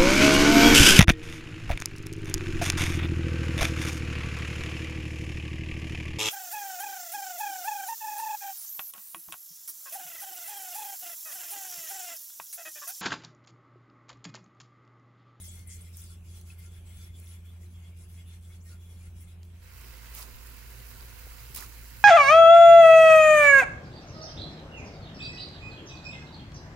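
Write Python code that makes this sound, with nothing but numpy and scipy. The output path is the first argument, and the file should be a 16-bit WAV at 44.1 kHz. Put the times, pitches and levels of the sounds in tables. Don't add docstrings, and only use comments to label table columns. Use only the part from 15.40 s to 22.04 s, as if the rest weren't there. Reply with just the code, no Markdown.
import sys
import numpy as np
from scipy import signal
from scipy.fft import rfft, irfft, next_fast_len
from scipy.io import wavfile
from scipy.ndimage import uniform_filter1d, map_coordinates

SR = 44100
rng = np.random.default_rng(int(sys.argv[2]) if len(sys.argv) > 2 else 0)


def field_ratio(decibels):
    return 10 ** (np.asarray(decibels, dtype=float) / 20)


def unload_wav(signal):
    wavfile.write(
        sys.argv[1],
        SR,
        np.round(np.clip(np.atleast_2d(signal).T, -1, 1) * 32767).astype(np.int16),
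    )


N = 292824
TIME = np.arange(N) / SR
TOP_HZ = 15800

# f/Hz, left minus right level/dB
LEAN_FAST = [(60, -0.5), (110, 1.5), (200, 2), (380, -5.5), (700, -0.5), (1290, 1), (2380, 6), (4400, -9),
             (8120, -2.5), (15000, -6.5)]
LEAN_SLOW = [(60, 8), (110, -7), (200, -0.5), (380, -15.5), (700, -3.5), (1290, -1.5), (2380, -5.5),
             (4400, -6.5), (8120, -7.5), (11000, 2.5), (15000, -6.5)]
# f/Hz, correlation/1
ALIKE_FAST = [(60, 1.0), (180, 0.8), (550, 0.75), (1650, 0.34), (4970, 0.099), (15000, 0.027)]
ALIKE_SLOW = [(60, 0.75), (180, 0.75), (550, 0.82), (1650, -0.68), (4970, 0.12), (15000, -0.14)]
# f/Hz, correlation/1
FLOOR_ALIKE = [(500, 0.68), (1400, 0.46), (3000, 0.24), (8000, 0.079)]


def unit(x):
    return x / np.sqrt(np.mean(x ** 2) + 1e-20)


def along(points, hz):
    f, v = np.transpose(points)
    return np.interp(np.log(hz + 1), np.log(f + 1), v)


def curves(rows):
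    s, *cols = np.transpose(rows)
    return [np.interp(TIME, s, c) for c in cols]


def wobble(rate):
    knots = rng.standard_normal(int(N * rate / SR) + 4)
    return map_coordinates(knots, [TIME * rate])


def sides(db):
    return np.array([field_ratio(db / 2), field_ratio(-db / 2)])


def filtered(x, response):
    m = next_fast_len(N + SR // 2)
    return irfft(rfft(x, m) * response(np.fft.rfftfreq(m, 1 / SR)), m)[..., :N]


def ringing(modes, hz, db):
    resonances = sum(field_ratio(level) * 1j * hz * w / (c * c - hz * hz + 1j * hz * w) for c, w, level in modes)
    return 1 + field_ratio(db) * resonances


def grainy(rate, spread_db, share, t60_s=0.002):
    count = int(rate * N / SR)
    size_db = spread_db * np.minimum(rng.exponential(size=count), 2.5)
    bursts = np.bincount(rng.integers(0, N, count), field_ratio(size_db), N)
    decay = field_ratio(-60 * TIME[:256] / t60_s)
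    gate = unit(np.convolve(bursts, decay)[:N])
    share = np.clip(share, 0, 1)
    return rng.standard_normal((2, N)) * np.sqrt(1 - share + share * gate ** 2)


def heard(pair, colour, alike, lean, patchy_db, size=6):
    z = signal.stft(pair, nperseg=512)[2]
    field = uniform_filter1d(rng.standard_normal(z.shape[1:]), size, 0)
    field = uniform_filter1d(field, 10, 1)
    pair = signal.istft(z * field_ratio(patchy_db * unit(field)), nperseg=512)[1][:, :N]
    turn = lambda hz: np.arccos(np.clip(along(alike, hz), -1, 1)) / 2
    mid, side = filtered(pair, lambda hz: colour(hz) * [np.cos(turn(hz)), np.sin(turn(hz))])
    out = filtered(np.array([mid + side, mid - side]), lambda hz: sides(along(lean, hz)))
    return out / np.std(out.mean(axis=0))


def contact(rows, start_db, change_db, rise_s, fall_s):
    start, length = np.transpose(rows)[:2, :, None]
    t = TIME[::32]
    glide = np.clip((t - start) / length, 0, 1) * change_db[:, None]
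    ends = np.maximum(start - t, 0) / rise_s + np.maximum(t - start - length, 0) / fall_s
    power = field_ratio(2 * (start_db[:, None] + glide - 20 * ends)).sum(axis=0)
    return np.interp(TIME, t, np.sqrt(power))


def bent(pair):
    wander_s, damp_db = 0.0002, 1.5
    at = np.arange(N) + wander_s * SR * wobble(9)
    delayed = np.array([map_coordinates(x, [at], mode="nearest") for x in pair])
    return delayed * field_ratio(damp_db * wobble(21.83))


def fridge(speed, column):
    # f/Hz, left fast/dB, right fast/dB, left slow/dB, right slow/dB
    hum_lines = np.array([(56.61, -46.3, -45.5, -51.5, -45.9), (113.22, -65.9, -66.3, -65.6, -63.3),
                          (120.0, -64.6, -65.7, -68, -61.3), (240.0, -80, -74, -81, -71)])
    shake = [0, .5, .5, 2]
    out = np.zeros((2, N))
    for line, shake_db in zip(hum_lines, shake):
        level = line[column:column + 2, None] + shake_db * wobble(8)
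        phase = 2 * np.pi * (line[0] * speed * TIME + rng.random())
        out += field_ratio(level) * np.sqrt(2) * np.sin(phase)
    return out


def room(spectrum, db, alike, lean):
    noise = rng.standard_normal((2, N))
    return field_ratio(db) * heard(noise, lambda hz: field_ratio(along(spectrum, hz)), alike, lean, patchy_db=1.5)


def residual_hiss():
    # f/Hz, level/dB per Hz
    hiss_colour = [(1470, -18.5), (2500, -2.5), (3220, -4), (4090, -14), (4320, -18), (6490, -13),
                   (11200, -11), (12400, -13), (15700, -16)]
    colour = lambda hz: field_ratio(along(hiss_colour, hz)) * (hz < TOP_HZ)
    return field_ratio(-73) * heard(rng.standard_normal((2, N)), colour, ALIKE_FAST, LEAN_FAST, patchy_db=4.0)


def simmer():
    # t/s, level/dB
    boil_growth = [(4.03, -81), (4.212, -71), (4.228, -65), (4.32, -62), (4.5, -58), (5.0, -60),
                   (5.25, -59), (5.4, -59), (5.6, -58.5), (5.8, -58.5), (6, -58), (6.32, -59.5),
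                   (6.64, -59)]
    # f/Hz, level/dB per Hz
    boil_colour = [(260, -72), (450, -5), (517, -1), (564, -10.5), (725, -5), (781, -11), (979, -2.5),
                   (1270, -5), (1430, -1.5), (2570, -3.5), (2950, -5.5), (3350, -9), (4810, -8.5),
                   (9000, -19), (11700, -22), (19800, -120)]
    fizz_colour = [(1760, -61), (3000, -4), (3560, -22), (3900, -3.5), (4900, -6.5), (5600, -5.5),
                   (7800, -3.5), (8750, -8.5), (9400, -2), (15100, -0.5), (15900, 2)]
    # f/Hz, width/Hz, level/dB
    pan_modes = [(925, 41, -0.5), (1405, 230, -11), (2110, 80, -6), (2630, 60, -3), (4900, 140, -4)]
    # f/Hz, phase/rad
    phase_lead = [(500, 0.79), (900, 0.34), (1800, -0.97), (3000, -0.85)]
    boil_db, = curves(boil_growth)
    since = TIME - boil_growth[0][0]
    fizz_db = -55 + 1.8 * np.minimum(boil_db + 60.5, 0) + 1 * since

    floor = lambda hz: field_ratio(along(boil_colour, hz)) * ringing(pan_modes, hz, db=-2.5)
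    boil = heard(grainy(250, 2.8, 0.16, t60_s=0.005), floor, FLOOR_ALIKE, LEAN_SLOW, patchy_db=1.2)
    boil = filtered(boil, lambda hz: np.exp(0.5j * np.outer([1, -1], along(phase_lead, hz))))
    fizz = heard(grainy(1000, 2.2, 0.42, t60_s=0.0012), lambda hz: field_ratio(along(fizz_colour, hz)),
                 ALIKE_SLOW, LEAN_SLOW, patchy_db=1.5)
    treble = lambda hz: 1 / (1 + (12500 / (hz + 1)) ** 6) * (hz < TOP_HZ)
    spit = heard(grainy(450, 2.3, 0.75, t60_s=0.0015), treble, ALIKE_SLOW, LEAN_SLOW, patchy_db=0.6)
    surface = fizz + field_ratio(-8.5 + 2 * wobble(28)) * spit
    boil_gain = field_ratio(boil_db + 2.5 + 0.14 * wobble(8.6))
    return (since > 0) * (boil_gain * boil + field_ratio(fizz_db) * surface)


def scuffs():
    # t/s, length/s, level/dB, swell/dB, knock/dB
    scuff_events = [
        (4.738, 0.035, -54, 2, -56.5),
        (4.775, 0.053, -49.5, -1.5, -55.5),
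        (6.147, .003, -43, -6, -62),
        (6.161, 0.028, -43, -5, -53),
        (6.195, 0.045, -49.5, -2.5, -56),
        (4.84, 0.054, -62, -7, -62),
    ]
    # f/Hz, level/dB per Hz
    scuff_colour = [(1180, -27), (2000, -2.5), (3090, -4.5), (3830, -31), (5060, -2), (5910, -8), (6450, 0),
                    (8600, -2), (10800, -0.5), (15900, 0.5)]
    knock_colour = [(450, -12.5), (800, -9.5), (1020, -2.5), (1350, -5), (1800, -13), (2600, -9),
                    (4000, -50)]
    flat = [(100, 0), (15000, 0)]
    hiss = heard(grainy(900, 3, 0.45), lambda hz: field_ratio(along(scuff_colour, hz)) * (hz < TOP_HZ),
                 ALIKE_SLOW, flat, patchy_db=1.6)
    knock = heard(grainy(400, 0.92, 0.21), lambda hz: field_ratio(along(knock_colour, hz)),
                  FLOOR_ALIKE, flat, patchy_db=3.0)
    rasp = heard(grainy(460, 2.8, 0.37), lambda hz: np.exp(-(np.log((hz + 1) / 4800) / 0.5) ** 2),
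                 ALIKE_SLOW, flat, patchy_db=0.8)
    db, swell_db, knock_db = np.transpose(scuff_events)[2:]
    catch = lambda start_db, change_db: contact(scuff_events, start_db, change_db, 0.0036, 0.039)
    out = catch(db, swell_db) * hiss
    out = out + catch(db - 11.5, swell_db + 7.5) * rasp
    out = out + catch(knock_db, 0 * db) * knock
    return sides(-5.5)[:, None] * out


def pops_and_thuds():
    # t/s, peak level/dB, f/Hz, left minus right level/dB, cycles to the peak/1
    pops = [(0.2728, -43, 10100, 13, 21), (0.6174, -38.5, 10360, 11, 6.1), (0.6205, -50, 3730, -7, 3.7),
            (0.6392, -38, 8800, 8, 3), (0.6428, -40, 8430, 3.5, 3.6), (1.012, -46.5, 6200, -2, 5.3),
            (1.1005, -45, 2580, 3, 7.9), (1.571, -48, 7550, 2, 6.1), (1.842, -46, 10500, 2, 5),
            (1.862, -50, 5800, -5, 4), (1.8714, -49, 3460, -7, 3), (1.9144, -51, 2980, -8, 1.6),
            (4.4094, -50, 2210, -4.0, 3.2), (4.7815, -44, 4900, -5, 3), (4.794, -44, 1040, -4, 1.5),
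            (4.802, -41, 1070, -4, 1.5), (4.811, -49, 1050, -4, 1.3), (4.837, -48, 1000, -2, 1.7),
            (4.8224, -32.5, 4560, -8, 1.2), (6.2245, -36, 1730, -10, 1.7), (6.237, -37, 1290, 1.5, 1.5),
            (6.1612, -30, 10800, 1, 6), (2.258, -60, 4100, 0, 8), (2.53, -60, 2270, 2, 6)]
    # t/s, peak level/dB, f/Hz, cycles to the peak/1
    thuds = [(5.331, -55, 510, 4), (.075, -59, 600, 3.3), (4.17, -54, 70, 1.7), (5.36, -53, 126, 3),
             (5.868, -39, 417, 0.33), (5.872, -50, 746, 1.5), (6.004, -42, 115, 2.1),
             (6.101, -41, 118, 0.55), (6.16, -48, 453, 0.5), (6.188, -44, 397, 0.62),
             (6.295, -48, 300, 0.53)]
    thud_lean_db = 3
    events = list(pops) + [(s, db, hz, thud_lean_db, cycles) for s, db, hz, cycles in thuds]
    out, t = np.zeros((2, N + SR)), TIME[:3000]
    for s, db, hz, pan_db, cycles in events:
        at = round(s * SR)
        age = t * hz / cycles
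        tone = age * np.exp(1 - age) * np.sin(2 * np.pi * hz * t)
        out[:, at:at + len(t)] += field_ratio(db - 4.5) * sides(pan_db)[:, None] * tone
    return out[:, :N]


def snaps():
    # t/s, peak level/dB, left minus right level/dB, duller part/dB
    cracks = [(0.41, -45, 4, -5), (0.5702, -27, 1, -20), (1.0128, -33.5, -2, -16), (1.1885, -48, -7, -15),
              (1.1912, -47, -3, -15), (1.8, -37, -1, -22), (1.8791, -37, -6, -18), (2.7969, -44, -5, -10),
              (1.0904, -55, 8, -15), (1.2431, -50, 9, -15), (1.853, -50, 0, -15), (2.3092, -57, -2, -12),
              (3.5853, -57, 3, -12), (3.8082, -50, 8, -15), (4.031, -47, -1, 5), (4.0512, -44, 1.5, -8),
              (4.2273, -49, -2, -12), (4.3544, -52, -1.5, -12), (4.7427, -34, -8, -10),
              (4.7502, -22, -6, -18), (4.7765, -40, -4, 0), (4.7835, -32, -4, -16), (4.7885, -28, -3, -8),
              (4.7948, -32, -4, -16), (4.796, -37, -4, -16), (4.8375, -38, -4, -8), (4.868, -40, -4, -15),
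              (5.3014, -47, 0, -17), (5.3084, -48, -2, -11), (5.463, -42, -3, -15), (5.4665, -40, -5, -17),
              (6.1468, -34, -2, -10), (6.1481, -23, -2, -18), (6.1497, -18, 0, -16),
              (6.1594, -31, -2.5, -14), (6.1618, -18, 1, -14), (6.1626, -22, 1, -12),
              (6.1715, -20, -8, -12), (6.1728, -29, -12, -7), (6.176, -29, -6, -4), (6.1793, -26, -7, -4),
              (6.1845, -27, -4, -6), (6.1878, -30, 0, -4), (6.2068, -31, -5, -3), (6.2098, -29, -5, -10),
              (6.368, -38, -1, -18), (6.3724, -35, 6, -17)]
    t60_s, glow_db, glow_t60_s = 0.005, -16, 0.025
    apart = 0.26
    out, t = np.zeros((2, N + SR)), TIME[:3000]
    decay = field_ratio(-60 * t / t60_s) + field_ratio(glow_db - 60 * t / glow_t60_s)
    envelope = decay * np.minimum(t / 0.00027, 1)
    for s, db, pan_db, dull_db in cracks:
        noise = rng.standard_normal((3, len(t)))
        noise[0, 12:14] += 2.6 * np.array([1, -1])
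        burst = (noise[0] + apart * noise[1:]) * envelope
        parts = []
        for edges in ([9500, 19000], [2500, 7500]):
            part = signal.lfilter(*signal.butter(2, edges, "band", fs=SR), burst)
            parts.append(part / np.abs(part.mean(axis=0)).max())
        bright, dull = parts
        at = round(s * SR)
        out[:, at:at + len(t)] += field_ratio(db - 3.0) * sides(pan_db)[:, None] * (bright + field_ratio(dull_db) * dull)
    return out[:, :N]


def grit():
    # t/s, length/s, from f/Hz, to f/Hz, level/dB
    crunches = [(0.0055, 0.038, 10600, 8300, -48.5), (0.03, 0.065, 6460, 5400, -56.5),
                (0.036, 0.063, 11000, 10000, -53), (0.072, 0.041, 9100, 6400, -51),
                (0.105, 0.038, 7400, 12000, -57), (.262, .013, 15000, 13000, -65.5),
                (0.268, 0.06, 10700, 6600, -53), (0.291, 0.1, 6800, 8300, -52),
                (0.406, 0.028, 7600, 11400, -54.5), (0.564, 0.057, 6100, 5800, -59.5),
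                (0.55, 0.13, 10000, 8000, -56), (0.69, 0.044, 8050, 9700, -64),
                (0.567, 0.027, 14500, 15000, -56), (.59, .03, 15500, 14500, -60),
                (2.58, 0.065, 9000, 5500, -69), (3.2, .05, 5500, 9000, -68), (3.84, .025, 7000, 10400, -66),
                (1.182, 0.027, 12900, 11200, -59.5), (3.803, .035, 14800, 14000, -63),
                (3.798, 0.048, 9500, 11000, -62.5)]
    width_per_s = 4.2
    hz, t, z = signal.stft(grainy(750, 3.4, 0.2), SR, nperseg=256, noverlap=192)
    power = np.zeros(z.shape[1:])
    for start, length, from_hz, to_hz, db in crunches:
        u = np.clip((t - start) / length, 0, 1)
        width = width_per_s * length
        centre = from_hz * (to_hz / from_hz) ** u
        swell = np.sin(np.pi * u ** 0.75) ** 2
        peak = np.exp(-2 * (np.log((hz[:, None] + 1) / centre) / width) ** 2)
        power += field_ratio(2 * db) * swell * peak * SR / (1.62 * width * centre)
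    crunch = signal.istft(z * np.sqrt(power), SR, nperseg=256, noverlap=192)[1][:, :N]
    return crunch * sides(2.4)[:, None]


def flares():
    # t/s, length/s, level/dB, f/Hz
    wall_flares = [(0.01, 0.14, -62, 3360), (0.272, 0.089, -69, 3300), (0.382, 0.048, -70, 3400),
                   (0.444, 0.048, -76, 3320), (0.595, 0.072, -65.5, 3450), (0.72, 0.04, -72, 3380),
                   (0.94, 0.037, -70, 3430), (1.098, 0.034, -72, 3380), (1.325, 0.034, -69, 3470),
                   (1.512, 0.19, -65.5, 3450), (1.736, 0.039, -64, 3420), (1.832, 0.14, -73, 3460),
                   (2.053, 0.034, -73, 3430), (2.336, 0.045, -69, 3320), (2.447, 0.046, -67, 3320),
                   (2.682, 0.051, -76, 3440), (2.775, 0.05, -65, 3370), (2.865, 0.074, -67, 3500),
                   (3.114, 0.046, -69, 3400), (3.4, 0.086, -69, 3420), (3.49, 0.047, -68, 3350),
                   (3.03, 0.042, -71, 3410), (3.56, 0.037, -75, 3380)]
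    floor_flares = [(0.004, 0.062, -67, 2100), (0.068, 0.066, -78, 2130), (0.144, 0.1, -67, 2140),
                    (0.256, 0.1, -64.5, 2080), (0.34, 0.033, -73, 2090), (0.386, 0.025, -66, 2130),
                    (0.457, 0.037, -68, 2110), (1.18, 0.047, -66.5, 2100), (1.355, 0.03, -70, 2120),
                    (1.624, 0.097, -68, 2120), (1.946, 0.056, -71, 2110), (2.764, 0.049, -69, 2110),
                    (2.42, .06, -70, 2130), (2.93, .04, -72, 2120), (3.634, 0.032, -69, 2170),
                    (.31, .03, -67, 1920), (.7, 0.036, -68, 1397), (3.1, .03, -67, 2180),
                    (3.195, .03, -75, 2240), (3.26, 0.032, -66, 1880), (3.3, 0.064, -66, 1400),
                    (3.6, .03, -69, 2390), (3.64, .05, -72, 1380), (.06, .05, -73, 850)]
    rim_flares = [(0.696, 0.053, -63, 10200), (0.9, 0.025, -67, 10200), (0.942, 0.034, -75, 10400),
                  (1.086, 0.046, -67, 10200), (1.185, 0.036, -69, 10200), (1.227, 0.047, -64, 10100),
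                  (1.335, 0.066, -69, 10100), (1.477, 0.054, -72, 10200), (1.55, 0.12, -65, 10200),
                  (1.768, 0.048, -62.5, 10200), (1.828, 0.036, -70, 10200), (1.872, 0.077, -62, 10200),
                  (2.57, 0.05, -66, 10300), (2.626, 0.032, -66, 10250), (2.772, 0.0424, -72, 10250),
                  (2.862, 0.042, -65, 10250), (3.263, 0.032, -67, 10200), (3.301, 0.048, -71, 10400),
                  (3.582, 0.045, -71, 10200), (3.65, 0.029, -71, 10200), (3.803, 0.036, -71, 10300)]
    blur = 0.075
    spread = 1.4
    out = np.zeros((2, N + SR))
    for rows, pan_db in ((wall_flares, 1), (floor_flares, 3), (rim_flares, 4)):
        for s, length, db, hz in rows:
            t = TIME[:round(spread * length * SR)]
            walk = np.cumsum(blur * rng.standard_normal((2, SR // 2)), axis=1)[:, :len(t)]
            at = max(round((s - (spread - 1) * length / 2) * SR), 0)
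            swell = 2 * np.sin(np.pi * t / t[-1])
            tone = np.sin(2 * np.pi * hz * t + walk[0] + 0.442 * walk)
            out[:, at:at + len(t)] += field_ratio(db - 2) * sides(pan_db)[:, None] * swell * tone
    return out[:, :N]


def stirring():
    # t/s, length/s, landing/dB, swell/dB, pan body under it/dB
    strokes = [(0, 0.19, -60, 3, -13), (0.288, 0.19, -63.5, 1, -7.5), (0.538, 0.19, -63, 2, -9),
               (0.847, 0.13, -69.5, 12, -11.5), (1.065, 0.054, -67, 6.5, -6),
               (1.193, 0.073, -66.5, 5, -7.5), (1.321, 0.068, -66.5, 1, -4), (1.468, 0.2, -64.5, 3.5, -7),
               (1.756, 0.2, -66, 4.5, -7), (2.06, 0.12, -67.5, -5.5, -3.5), (2.219, 0.046, -67, -1.5, -6.5),
               (2.305, 0.19, -72.5, 3.5, -4.5), (2.575, 0.059, -66.5, 2.5, -8.5),
               (2.701, 0.12, -64.5, -1, -7), (2.877, 0.071, -69.5, 5.5, -5),
               (3.032, 0.13, -67.5, 0.5, -6.5), (3.254, 0.076, -65.5, 4.5, -8),
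               (3.416, 0.25, -69, 3.5, -7.5), (3.764, 0.069, -67.5, -0.5, -6),
               (3.884, 0.038, -69.5, -0.5, -1), (4.046, 0.07, -68.5, -6, -20), (4.154, 0.13, -70.5, -5, -3)]
    # f/Hz, level/dB per Hz
    rub_colour = [(530, -24), (900, -5), (1810, 0.5), (2140, 3), (3100, 6.5), (3420, 4.5), (4560, -6.5),
                  (8720, -7), (10100, -7.5), (12400, -10), (15900, -6.5)]
    # f/Hz, width/Hz, level/dB
    pan_modes = [(1392, 35, 2), (1690, 22, -3.5), (2120, 48, 0), (2383, 44, -6.5), (3320, 46, -3.5),
                 (3460, 27, 0), (4900, 68, -22), (7200, 150, -9), (7680, 120, -10), (8240, 70, -12),
                 (9340, 90, -9), (10280, 81, -2), (10310, 89, -2), (11400, 45, -5), (11400, 250, -6),
                 (13200, 180, -11), (13980, 70, 2), (12950, 60, -6), (15800, 280, 1)]
    # t/s, left minus right level/dB
    stir_lean = [(0, 7), (2, 5.5), (3.2, 5), (4.2, 7)]
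    land_s, lift_s = 0.042, 0.085
    db, swell_db, body_db = np.transpose(strokes)[2:]

    def arcs(over_db, change_db):
        return contact(strokes, db + over_db, swell_db + change_db, land_s, lift_s)

    def drag(lo_hz, hi_hz, ring_db, patchy_db):
        def colour(hz):
            band = field_ratio(along(rub_colour, hz)) / (1 + (lo_hz / (hz + 1)) ** 12) / (1 + (hz / hi_hz) ** 16)
            return band * (hz < TOP_HZ) * ringing(pan_modes, hz, ring_db)
        return bent(heard(grainy(900, 3.0, 0.13), colour, ALIKE_FAST, LEAN_FAST, patchy_db, size=3))

    face = arcs(0, 0) * drag(4140, 12100, ring_db=8, patchy_db=3.8)
    edge = arcs(-3.5, -4.5) * drag(10300, 17000, ring_db=8, patchy_db=3.5)
    body = arcs(body_db, 1.5) * drag(970, 3230, ring_db=8, patchy_db=2)
    wall = arcs(-4 + 0.94 * body_db, 0) * drag(2950, 4360, ring_db=8.5, patchy_db=5.0)
    return sides(curves(stir_lean)[0]) * (face + edge) + body + wall


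def scene():
    # t/s, share of the second scene/1
    dissolve = [(4.08, 0.0058), (4.5, 0.98)]
    # f/Hz, level/dB per Hz
    room_fast = [(12, -22), (20, -13), (32, -10.5), (62, -3), (87, -9.5), (112, -11.5), (135, -16.5),
                 (185, -15.5), (269, -25.5), (354, -25), (549, -32), (1050, -35.5), (1810, -39.5),
                 (2150, -51), (3000, -45), (3900, -86), (6600, -120)]
    room_slow = [(12, -66), (20, -7), (38, -5), (59, -2), (72, -5.5), (86, -6.5), (119, -8.5), (136, -16),
                 (156, -15.5), (240, -18), (338, -25.5), (375, -18.5), (700, -58), (910, -54), (1540, -120)]
    room_db = (-55, -54.5)
    later = np.clip(np.interp(TIME, *np.transpose(dissolve)), 0, 1)
    fast = fridge(1.5, 1) + room(room_fast, room_db[0], ALIKE_FAST, LEAN_FAST) + residual_hiss()
    slow = fridge(1.0, 3) + room(room_slow, room_db[1], ALIKE_SLOW, LEAN_SLOW)
    background = (1 - later) * fast + later * slow
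    steady = background + simmer() + scuffs() + grit() + flares() + stirring()
    clicks = pops_and_thuds() + snaps()
    leaky = lambda hz: np.where(hz < TOP_HZ, 1, field_ratio(-31))
    return filtered(steady, lambda hz: hz < TOP_HZ) + filtered(clicks, leaky)


def band_limit(x):
    return signal.sosfilt(signal.butter(12, 16810, fs=SR, output="sos"), x)


def record(dry):
    return band_limit(dry)


dry = scene()
out = record(dry)
unload_wav(out)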